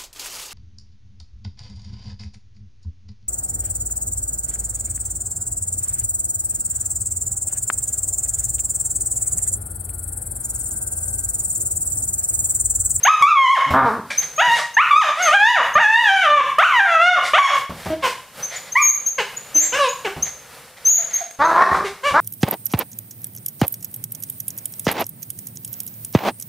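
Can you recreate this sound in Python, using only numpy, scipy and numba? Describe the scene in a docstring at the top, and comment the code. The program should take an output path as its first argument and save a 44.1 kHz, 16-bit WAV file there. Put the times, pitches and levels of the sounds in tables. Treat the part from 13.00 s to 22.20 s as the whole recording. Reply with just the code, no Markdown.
"""A tiny nose whistle and a pup's sharp yelp come first, in a bare kitchen that rings after every call.
More yelps, short yips and thin whistles follow, and a grown dog snarls back.
The voices are stacks of harmonics with uneven cycles and rasping air; the whistles are wavering sines.
Paws thump, claws tick, fur rustles and muzzles puff, all made of shaped noise; something metal clinks.
A faint, restless room noise lies under it all."""
import sys
import numpy as np
from scipy import signal
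from scipy.fft import rfft, irfft, next_fast_len
from scipy.io import wavfile
from scipy.ndimage import uniform_filter1d, minimum_filter1d
from numba import njit

SR = 44100
rng = np.random.default_rng(int(sys.argv[2]) if len(sys.argv) > 2 else 0)


def wav_out(sig):
    """Save sig, one row per channel (or a flat mono array), as 16-bit PCM at SR to the path in sys.argv[1]."""
    wavfile.write(sys.argv[1], SR, np.round(np.clip(np.atleast_2d(sig).T, -1, 1) * 32767).astype(np.int16))


N = 405797
T = np.arange(N) / SR  # time in seconds
TOP_HZ = 15500  # no voice overtone lies above this, and the final sound is cut off here

# All levels in the tables are relative: mixing, room and gain control come later.
# Colour of the room noise: columns f/Hz, level/dB
FLOOR_COLOUR = [(15, -47), (25, -17.5), (113, -9.5), (144, -5), (340, -17.5), (509, -3), (666, -10.5),
                (722, -8.5), (1050, -10), (1450, -8.5), (3090, -15), (4870, -17), (6210, -20.5),
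                (10100, -18), (15500, -24)]
FLOOR_DB = -44.5  # room noise level before it flutters
# Wall echoes, one row a band: columns f/Hz, t60/s (time to fade by 60 dB), level/dB
ROOM_BANDS = [(150, 0.69, -2), (487, 0.29, -1), (1200, 0.41, 0.5), (2600, 0.45, 0), (6360, 0.41, 4),
              (13600, 0.28, 6.5)]

# Air blown through a muzzle: columns t/s (middle of the puff), length/s, level/dB
PUFFS = [(1.232, 0.031, -28.5), (1.575, 0.16, -24), (2.277, 0.26, -26), (4.27, 0.094, -25),
         (4.556, 0.13, -31.5), (4.864, 0.25, -41), (5.078, 0.13, -29.5), (5.547, 0.12, -31),
         (5.68, 0.091, -41), (6.636, 0.18, -33.5), (7.274, 0.077, -35.5), (7.779, 0.034, -43),
         (8.005, 0.12, -40), (8.175, 0.25, -38), (8.755, 0.12, -33), (8.872, 0.081, -30.5)]
# Colour of blown air, also used for scraping: columns f/Hz, level/dB
PUFF_COLOUR = [(200, -33), (600, 9.5), (1200, 1.5), (1600, 7), (2100, 15), (2700, -0.5), (3300, 5.5),
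               (4500, 2), (7000, -3), (11000, -12), (15000, -34)]
# Paws and bodies landing: columns t/s, level/dB
THUMPS = [(.208, -31), (.705, -16.5), (1.477, -33), (2.754, -23), (4.695, -25), (4.858, -20.5),
          (7.164, -26), (8.389, -28.5), (8.715, -23), (9.109, -25)]
# Colour of a landing: columns f/Hz, level/dB
THUMP_COLOUR = [(30, -35), (75, 2), (110, -8.5), (170, 0.5), (300, -12.5), (700, -9), (2000, -22),
                (8000, -38)]
# Claws and teeth: columns t/s, level/dB
TICKS = [(0.2239, -11), (1.2144, -32), (3.5863, -11), (4.8494, -24.5), (7.009, -35), (7.1694, -41),
         (7.46, -38), (8.111, -27), (8.31, -25.5), (8.8538, -33)]
# Colour of a tick, also used for rustling and whistle hiss: columns f/Hz, level/dB
TICK_COLOUR = [(200, -10), (800, -2), (2200, 0), (4500, -3), (9000, -7), (15000, -14)]
# One knock on something metal: t/s, level/dB
CLINK = (1.102, -20)
# The notes the metal rings at: columns f/Hz, level/dB, t60/s
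CLINK_MODES = [(1710, -29, 0.34), (1637, -6.5, 0.22), (2330, -4, 0.25), (2393, -6, 0.12), (3470, -15, 0.2),
               (4630, -24, 0.51), (5650, -22, 0.48)]

# Drawn-out nose whistles, one curve each: columns t/s, pitch f/Hz, level/dB
WHINES = [
    [(5.815, 7200, -20), (5.835, 6590, -13), (5.87, 6540, -8), (5.908, 6444, -9), (5.92, 6970, -23),
     (5.95, 7120, -38)],
    [(6.543, 6350, -25), (6.565, 6125, -11.5), (6.59, 6250, -6), (6.61, 6640, -10), (6.635, 7440, -20),
     (6.68, 7500, -29)],
    [(7.85, 6110, -17), (7.885, 6334, -6), (7.912, 6800, -7), (7.94, 6680, -10.5), (8.02, 6780, -27)],
]
# Brief nose whistles, one glide each: columns t/s, length/s, start f/Hz, end f/Hz, level/dB, fade/dB
CHIRPS = [(0.034, 0.013, 6220, 6460, 2, 10.5), (1.179, 0.029, 6024, 6490, -3.5, 16),
          (1.36, 0.079, 6500, 6600, -29.5, 3), (1.742, 0.021, 6200, 6430, -19, 17.5),
          (2.222, 0.074, 6490, 6200, -17.5, 11.5), (2.739, 0.013, 6230, 6420, -18, 7.5),
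          (5.426, 0.036, 5930, 6390, -21.5, 2.5), (5.56, 0.02, 7250, 6770, -20, 9.5),
          (5.72, 0.017, 5970, 6450, -20, 3), (6.062, 0.036, 6200, 6710, -9.5, 11),
          (6.367, 0.017, 6730, 6880, -21.5, 3), (6.887, 0.036, 6600, 6970, -15.5, 21),
          (7.227, .026, 5940, 6880, 4.5, 38.5), (8.134, 0.041, 6215, 6580, -15.5, 1.5),
          (8.445, 0.026, 6500, 6280, -24, 8.5)]

# Snarls of the grown dog; the curves at 0.733 and 0.853 s are one snarl, first at halved pitch:
# columns t/s, pitch f/Hz, level/dB
SNARLS = [
    [(.66, 131, -26), (.728, 169.6, -40)],
    [(.733, 129.1, -10), (.795, 135.9, -7.5), (.85, 126.2, -21)],
    [(.853, 252, -13), (.87, 237.3, -13.5), (.91, 208.4, -22.5), (.965, 241.7, -26), (1.0, 198, -36)],
    [(8.388, 277.8, -29), (8.41, 282.8, -10), (8.45, 324.5, -8.5), (8.49, 338, -16), (8.55, 329, -16),
     (8.6, 357.4, -5), (8.63, 376.4, 3), (8.65, 376.6, -22), (8.71, 376.4, -24), (8.76, 368.6, -17.5),
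     (8.83, 396, -34.5)],
    [(9.135, 259, -17), (9.155, 291.4, -8.5), (9.18, 326, -5), (9.2, 346, -3)],
]
# How the dog's throat colours the upper harmonics of a snarl: columns f/Hz, level/dB
DOG_THROAT = [(350, -19), (700, -1), (1050, 5), (1600, -8), (2100, -18), (2800, -34.5), (4000, -31.5),
              (8000, -47.5), (15000, -49)]
# The two lowest harmonics: level in dB at curve level 0, and dB gained per dB of curve level
SNARL_FIRST_DB, SNARL_FIRST_GROWTH = -28.5, 0.13
SNARL_SECOND_DB, SNARL_SECOND_GROWTH = -13.5, 0.72
SNARL_ROUGH, SNARL_ROUGH_PER_S = .22, 2.6  # roughness at the start of a curve, and its growth per second

# Short yips: columns t/s, length/s, start f/Hz, middle f/Hz, end f/Hz, level/dB, drop towards both ends/dB,
# second harmonic level/dB, upper harmonics level/dB, roughness (0-1)
YIPS = [(4.898, 0.041, 320, 316.5, 322, -13.5, -1, 2.5, -10, 0.13),
        (5.022, 0.062, 550, 520.6, 474, -8.5, 14, 6.5, 1.5, 0.81),
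        (5.752, .055, 907, 1128, 1206, -1, 6.5, 3.5, -20, 0.061),
        (6.18, 0.031, 567, 493, 412, -9.5, 0.5, 1.5, 6, 0.43),
        (6.549, 0.055, 300, 306, 303, -22, 7, -6, -8, 0.76),
        (6.72, .075, 428, 552, 593, -11.5, 8, -0.5, 5.5, 0.61),
        (6.786, .095, 590, 546, 484, -6.5, 6, 2.5, -3.5, 0.16),
        (7.045, 0.033, 482, 432.3, 378, -13, 0, -4, -0.5, 0.62),
        (7.98, 0.052, 703, 676, 644, -30, 3, -10, -20, 0.3),
        (8.207, 0.018, 754, 725, 666, -19, 2.5, -20, -28, 0.1),
        (8.843, 0.026, 440, 410.5, 389, -16, 1, -9, -6, 0.21),
        (9.03, 0.09, 488, 582.6, 468, -8, 15.5, 4.5, 2, 0.27)]
# How the throat colours the upper harmonics of a yip: columns f/Hz, level/dB
YIP_THROAT = [(1100, -0.5), (1500, 2), (1900, -3.5), (2300, 1.5), (2550, -4.5), (2850, 4.5), (3400, -11.5),
              (4100, -13.5), (5200, -17.5), (6500, -18), (9000, -25), (15000, -23)]
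YIP_FADE_DB = 4  # fade from the start to the end of a yip

# Yelps: columns second harmonic level/dB, upper harmonics level/dB, curve of (t/s, pitch f/Hz, level/dB)
YELPS = [ (-2.5, 1, [(.048, 644, -12.5), (.07, 912, -8.5), (.09, 1230, 0), (.115, 1298, -6.5),
         (.15, 1245, -6)]), (-1, -1.5, [(.222, 1110, 0), (.26, 1172, -1.5), (.292, 1372, -4),
         (.325, 1175, 1.5), (.345, 1162, -12), (.38, 1093, 5.5), (.43, 1073, 7.5), (.475, 981, 0.5),
         (.52, 1116, 5.5), (.545, 1054, 0.5), (.565, 833, -10), (.59, 510, -9.5)]),
         (-1, 0.5, [(1.378, 595, -20), (1.398, 656, -10.5), (1.425, 959.5, -10), (1.46, 988, -15.5),
         (1.5, 917, -13.5), (1.55, 959, -11.5), (1.575, 865, -27.5), (1.6, 570, -23)]),
         (4.5, -3, [(1.767, 828, -5), (1.785, 990, -6), (1.81, 1282, -1.5), (1.83, 1527, -12),
         (1.86, 1244, -20)]), (-1.5, 2.5, [(1.908, 1202, -5), (1.935, 1128, -7), (1.97, 1245, 0),
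         (2.0, 1286, -3.5), (2.025, 909, -10), (2.05, 631.6, -16), (2.1, 575.5, -19.5)]),
         (-0.5, -0.5, [(2.17, 617.4, -26.5), (2.215, 745.5, -17), (2.255, 692, -19.5), (2.29, 594, -7.5),
         (2.32, 649, -15), (2.35, 818, -2), (2.385, 787, -4.5), (2.45, 870, 4), (2.505, 989, 2),
         (2.54, 932, -7), (2.575, 673, -5.5), (2.61, 479, -11.5)]), (2, 2.5, [(2.753, 577.6, 0),
         (2.775, 628, -2.5), (2.805, 958, -3.5), (2.85, 837.3, -0.5), (2.96, 912, 1), (3.01, 969.4, -2),
         (3.05, 874, -5), (3.1, 779.3, 1), (3.16, 772.6, -2), (3.22, 734, -15.5), (3.27, 594, -7.5),
         (3.34, 595, -0.5), (3.39, 568, -1.5), (3.41, 523, -5)]), (2.5, -1, [(3.583, 567, 0.5),
         (3.62, 823, -7.5), (3.635, 1198, 1.5), (3.657, 1566, -3.5), (3.7, 1204, -13), (3.75, 998, -8),
         (3.79, 929, -2.5), (3.803, 789.3, 0.5), (3.84, 798, -9), (3.875, 692, -12.5), (3.98, 648.4, -9),
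         (4.1, 741.7, 2.5), (4.15, 691, -12), (4.19, 532, -10.5)]), (-1, 2, [(4.334, 555, 6),
         (4.355, 704, -3), (4.378, 791, -3), (4.39, 1137, 7), (4.42, 1125, -4.5), (4.46, 1096, 0),
         (4.475, 1000, -15), (4.51, 592, -17.5), (4.56, 550.8, -18.5)]), ]
# How the pup's throat colours the upper harmonics of a yelp: columns f/Hz, level/dB
PUP_THROAT = [(900, -1), (1700, 5.5), (2300, 2.5), (3000, -0.5), (3600, -6.5), (4100, -21), (5300, -25),
              (6400, -20.5), (8000, -35), (12000, -37), (15000, -58)]
# How the pup's open mouth favours the two lowest harmonics of a yelp: columns f/Hz, level/dB
MOUTH = [(500, -10.5), (700, -6.5), (900, 3), (1100, 2.5), (1400, -4), (1750, 8.5), (2000, -1.5),
         (2250, -6.5), (2600, -13.5), (3000, -11.5)]
# Upper harmonics of a yelp by its pitch, weak in the highest yelps: columns pitch f/Hz, level/dB
YELP_OVERTONES = [(570, -9), (700, -5), (850, -4.5), (980, -3.5), (1100, -15.5), (1280, -27)]
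# Overtones gain extra dB per dB above an easy yelp, and a little more as a yelp ends
EASY_DB, OVERTONE_GROWTH, ENDING_BRIGHT_DB, ENDING_S = -3.5, 0.067, 1, 0.028
# A yelp is clear above one pitch, grows hoarse towards the other, and low endings break up
CLEAR_HZ, HOARSE_HZ = 764, 500
CLEAR_ROUGH, LOW_ROUGH, END_ROUGH, BREAK_S = 0.12, 0.067, 0.53, 0.037


def undb(db):
    """Turn decibels into gain."""
    return 10 ** (np.asarray(db) / 20)


def on_log_axis(hz, points):
    """Read a curve of (Hz, value) points at any frequency, evenly per octave."""
    f, value = np.transpose(points)
    return np.interp(np.log(np.maximum(hz, 1)), np.log(f), value)


def noise(colour, size):
    """Random hiss in a given colour, scaled to an average strength (rms) of one."""
    n = next_fast_len(size, real=True)
    spectrum = rfft(rng.standard_normal(n))
    y = irfft(spectrum * undb(on_log_axis(np.fft.rfftfreq(n, 1 / SR), colour)), n)
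    return y[:size] / y.std()


def walk(rate, size):
    """Smooth random wandering with a spread near 1, reaching a new value rate times a second."""
    at = np.arange(size) * rate / SR
    i = at.astype(int) % 1024
    points = rng.standard_normal(1025)
    return points[i] + (points[i + 1] - points[i]) * np.sin(np.pi / 2 * (at % 1)) ** 2


def add(track, s, sound):
    """Mix a sound into a track at a time in seconds."""
    i = max(int(s * SR), 0)
    track[i:i + len(sound)] += sound[:max(N - i, 0)]


def ring_down(t, t60):
    """A steady fade that loses 60 dB in t60 seconds."""
    return np.exp(-np.log(1000) * t / t60)


def background(flutter_db, side_db):
    """Faint room noise with a wandering level; a noise of opposite sign left and right widens it."""
    mid = noise(FLOOR_COLOUR, N) * undb(flutter_db * walk(9.8, N))
    side = undb(side_db) * noise([(100, -7), (2000, -16), (7000, 0), (15000, -4)], N)
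    return undb(FLOOR_DB) * np.array([mid + side, mid - side])


def room(gap_s, build_s, width):
    """Dense wall echoes as fading noise, band by band; left and right differ mostly in the treble."""
    size = 32768
    t, f = T[:size], np.fft.rfftfreq(size, 1 / SR)
    spectra, echoes = rfft(rng.standard_normal((2, size))), 0
    band_hz = np.array(ROOM_BANDS)[:, 0]
    for (hz, t60, db), share in zip(ROOM_BANDS, np.eye(len(ROOM_BANDS))):
        band = on_log_axis(f, np.column_stack([band_hz, share]))
        decay = ring_down(t, t60) * np.clip((t - gap_s) / build_s, 0, 1)
        mid, side = undb(db) * irfft(spectra * band) * decay / np.linalg.norm(decay)
        side = side * min(0.012 + width * (hz / 6500) ** 2, .5)
        echoes = echoes + np.array([mid + side, mid - side])
    return echoes


def rustle(db, swell_db, grain_db):
    """Fur and paws brush the floor: bright noise with an uneven, grainy level."""
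    return undb(db + swell_db * walk(3, N) + grain_db * walk(250, N)) * noise(TICK_COLOUR, N)


def puffs():
    """The dogs huff: blown air is noise that swells and sinks softly."""
    swell = sum(undb(db) * np.exp(-2 * (2 * (T - s) / length) ** 2) for s, length, db in PUFFS)
    return swell * noise(PUFF_COLOUR, N)


def hits(events, colour, decay_s):
    """Short dead blows on the floor: noise that starts at once and dies away quickly."""
    out, t = np.zeros(N), T[:SR // 4]
    for s, db in events:
        envelope = np.exp(-t / decay_s) * np.minimum(t / 0.00085, 1)
        add(out, s, undb(db) * noise(colour, len(t)) * envelope)
    return out


def clink(rattle, scrape_db):
    """A few metal notes ring down while the thing rattles and scrapes on the floor."""
    out, t = np.zeros(N), T[:SR // 2]
    ring = np.zeros(len(t))
    for hz, db, t60 in CLINK_MODES:
        rattling = 1 + rattle * walk(268, len(t))
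        ring += undb(db) * rattling * np.sin(2 * np.pi * hz * t) * ring_down(t, t60)
    scrape = undb(scrape_db) * noise(PUFF_COLOUR, len(t)) * np.exp(-t / 0.041)
    start, level_db = CLINK
    add(out, start, undb(level_db) * (ring + scrape) * np.minimum(t / 0.004, 1))
    return out


def contour(rows, attack_s, release_s):
    """A call's smoothed control curves, and the gate that opens and closes it."""
    s, *columns = np.transpose(rows)
    t = np.arange(s[0], s[-1] + release_s, 1 / SR)
    opening = np.clip((t - s[0]) / attack_s, 0, 1)
    closing = np.clip((t[-1] - t) / release_s, 0, 1)
    curves = [uniform_filter1d(np.interp(t, s, c), size=300) for c in columns]
    return s[0], opening * closing, curves


def chirp_controls(start, length, from_hz, to_hz, db, fade_db):
    """A brief whistle is one straight glide of pitch and level."""
    return [(start, from_hz, db), (start + length, to_hz, db - fade_db)]


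def whistles(waver, octave_db, air_db):
    """Air whistles in the nose: a wavering near-sine with a faint octave, over the hiss of the jet."""
    out = np.zeros(N)
    for rows in WHINES + [chirp_controls(*row) for row in CHIRPS]:
        start, gate, (hz, db) = contour(rows, attack_s=.011, release_s=.011)
        phase = 2 * np.pi * np.cumsum(hz * (1 + waver * walk(211.7, len(hz)))) / SR
        tone = np.sqrt(2) * (np.sin(phase) + undb(octave_db) * np.sin(2 * phase))
        hiss = undb(air_db) * noise(TICK_COLOUR, len(hz))
        # each whistle, tone and hiss together, starts 5 ms early because its gate opens slowly
        add(out, start - .005, gate ** 2 * undb(db) * (tone + hiss))
    return out


def voice(calls, throat, jitter, shimmer, rasp_db, half_db, uneven_db, attack_s, release_s, count):
    """Vocal folds whose cycles grow uneven with roughness; the throat shapes overtones, and air rasps."""
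    out = np.zeros(N)
    for rows in calls:
        start, gate, curves = contour(rows, attack_s, release_s)
        hz, first_db, second_db, upper_db, rough = curves
        n, rough = len(hz), np.clip(rough, 0, 1)
        unsteady_hz = hz * (1 + jitter * rough * walk(hz.mean(), n) + 0.005 * walk(60.13, n))
        phase = 2 * np.pi * np.cumsum(unsteady_hz) / SR
        k = np.arange(3, count)[:, None]  # numbers of the upper harmonics
        # each overtone swells and fades as jaw and head move
        uneven = uneven_db * np.array([walk(24.6, n) for _ in k])
        upper = undb(on_log_axis(k * hz, throat) + uneven) * (k * hz < TOP_HZ)
        upper *= undb(upper_db) / np.sqrt((upper ** 2).sum(0))
        tone = undb(first_db) * np.cos(phase) + undb(second_db) * np.cos(2 * phase - 1)
        # the throat delays high overtones more, spreading each pulse over its cycle
        tone += (upper * np.cos(k * phase - .3 * k ** 2)).sum(0)
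        # strong and weak cycles alternate when the voice breaks, adding lines between the harmonics
        alternate = undb(half_db) * walk(29.6, n) * np.cos(phase / 2)
        tone *= 1 + rough * (shimmer * walk(hz.mean() / 2, n) + alternate)
        highpass = signal.butter(4, hz.min(), "high", fs=SR, output="sos")
        air = signal.sosfilt(highpass, noise(throat, n))
        overtone_level = np.hypot(undb(second_db), undb(upper_db))
        # the air comes in one burst per cycle
        rasp = rough * undb(rasp_db) * overtone_level * air * (1 + np.cos(phase))
        add(out, start, gate * (np.sqrt(2) * tone + rasp))
    return out


def resample(curve):
    """Read a short curve at 200 evenly spaced times."""
    s, *columns = np.transpose(curve)
    t = np.linspace(s[0], s[-1], 200)
    return [t] + [np.interp(t, s, c) for c in columns]


def share_out(db, *parts_db):
    """Divide a level among parts with the given relative levels."""
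    total_db = 10 * np.log10(sum(undb(p) ** 2 for p in parts_db))
    return [db + p - total_db for p in parts_db]


# The control functions below return rows of t/s, pitch f/Hz, first, second, upper level/dB, roughness.
def snarl_controls(curve):
    """A snarl curve brightens with effort, as its fundamental hardly grows, and roughens with time."""
    s, hz, db = resample(curve)
    first_db = SNARL_FIRST_DB + SNARL_FIRST_GROWTH * db
    second_db = SNARL_SECOND_DB + SNARL_SECOND_GROWTH * db
    rough = SNARL_ROUGH + SNARL_ROUGH_PER_S * (s - s[0])
    return np.column_stack([s, hz, first_db, second_db, db, rough])


def snarl(flap_hz, flap_depth):
    """The grown dog: as the voice gets rough, loose throat tissue flaps and chops it unevenly."""
    calls = [snarl_controls(curve) for curve in SNARLS]
    tone = voice(calls, DOG_THROAT, jitter=.06, shimmer=.45, rasp_db=-4, half_db=-5, uneven_db=3,
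                 attack_s=.008, release_s=.015, count=30)
    rows = np.vstack(calls)
    rough = np.clip(np.interp(T, rows[:, 0], rows[:, -1]), 0, 1)
    flap = np.sin(2 * np.pi * np.cumsum(flap_hz * (1 + 0.29 * walk(flap_hz, N))) / SR)
    return tone * (1 + flap_depth * rough * flap)


def yip_controls(start, length, from_hz, mid_hz, to_hz, db, swell_db, second_db, upper_db, rough):
    """A yip is one arc of pitch and one of level, with a fade as the air runs out."""
    s, u = resample([(start, -1), (start + length, 1)])  # u runs from -1 to 1 over the yip
    hz = np.polyval(np.polyfit([-1, 0, 1], [from_hz, mid_hz, to_hz], deg=2), u)
    level_db = db - swell_db * u ** 2 - YIP_FADE_DB * (u + 1) / 2
    levels = share_out(level_db, 0, second_db, upper_db)
    return np.column_stack([s, hz, *levels, np.full(len(s), rough)])


def yip():
    """Short calls of a pup, each a small arc sung by the vocal folds."""
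    calls = [yip_controls(*row) for row in YIPS]
    return voice(calls, YIP_THROAT, jitter=.04, shimmer=.3, rasp_db=-5, half_db=-13, uneven_db=4,
                 attack_s=.007, release_s=.016, count=20)


def yelp_controls(second_db, upper_db, curve):
    """Pitch and effort set a yelp's colour; low pitch makes it hoarse, most of all at its end."""
    s, hz, db = resample(curve)
    to_end = s - s[-1]
    bright_db = OVERTONE_GROWTH * (db - EASY_DB) + ENDING_BRIGHT_DB * np.exp(to_end / ENDING_S)
    levels = share_out(db, on_log_axis(hz, MOUTH), second_db + on_log_axis(2 * hz, MOUTH),
                       upper_db + bright_db + on_log_axis(hz, YELP_OVERTONES))
    slack = np.clip((CLEAR_HZ - hz) / (CLEAR_HZ - HOARSE_HZ), 0, 1)
    rough = CLEAR_ROUGH + slack * (LOW_ROUGH + END_ROUGH * np.exp(to_end / BREAK_S))
    return np.column_stack([s, hz, *levels, rough])


def yelp():
    """The pup's main calls: vocal folds driven along the yelp curves, coloured by throat and mouth."""
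    calls = [yelp_controls(*row) for row in YELPS]
    return voice(calls, PUP_THROAT, jitter=.028, shimmer=.3, rasp_db=-9, half_db=-13, uneven_db=3,
                 attack_s=.004, release_s=.014, count=16)


def scene():
    """All the sounds heard directly, plus what each sends into the room's echoes."""
    floor_noise = background(flutter_db=3.5, side_db=-8.5)
    play = rustle(db=-62.5, swell_db=0.0, grain_db=5.5) + puffs()
    play += undb(-2.5) * hits(THUMPS, THUMP_COLOUR, decay_s=0.042)
    play += undb(0.5) * hits(TICKS, TICK_COLOUR, decay_s=0.0013)
    play += clink(rattle=0.55, scrape_db=-6)
    whines = whistles(waver=0.0074, octave_db=-21.5, air_db=-27.5)
    snarls = snarl(flap_hz=58, flap_depth=.55)
    yips = yip()
    yelps = yelp()
    near = undb(-1.0) * yelps + undb(-6.0) * yips + undb(-2.5) * snarls + play
    sent = undb(-4.5) * yelps + undb(-10.0) * yips + undb(-6.5) * snarls
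    sent += undb(-10.0) * whines + undb(-6.5) * play
    walls = room(gap_s=0.008, build_s=0.00093, width=0.44)
    echoes = signal.fftconvolve(sent[None], walls, axes=1)[:, :N]
    near_whines = undb([[0], [-2]]) * whines  # 2 dB weaker on the right
    return near + near_whines + echoes + floor_noise


@njit
def follow(wanted, attack, release):
    """Gain reduction in dB: it closes fast and opens again at a steady rate."""
    out, held = np.empty(len(wanted)), 0.
    for i in range(len(wanted)):
        if wanted[i] > held:
            held = held + attack * (wanted[i] - held)
        else:
            held = max(held - release, wanted[i])
        out[i] = held
    return out


def gain_control(x, threshold_db, attack_s, release_db_per_s):
    """Loud calls are turned down after their first cycles; the room swells back as they end."""
    power = uniform_filter1d(x.mean(0) ** 2, size=220)
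    level_db = 10 * np.log10(np.abs(power) + 1e-12)
    excess_db = np.maximum(level_db - threshold_db, 0)
    return x * undb(-follow(excess_db, 1 / (attack_s * SR), release_db_per_s / SR))


def record(dry):
    """Gain control, then a peak limiter, then a steep cut of the highest treble."""
    x = gain_control(dry, threshold_db=-14.0, attack_s=0.017, release_db_per_s=137.0)
    headroom = np.minimum(.84 / (np.abs(x).max(0) + 1e-9), 1)
    x = x * uniform_filter1d(minimum_filter1d(headroom, size=129), size=129)
    return signal.sosfilt(signal.ellip(10, .2, 80, TOP_HZ, fs=SR, output="sos"), x)


dry = scene()
out = record(dry)
wav_out(out)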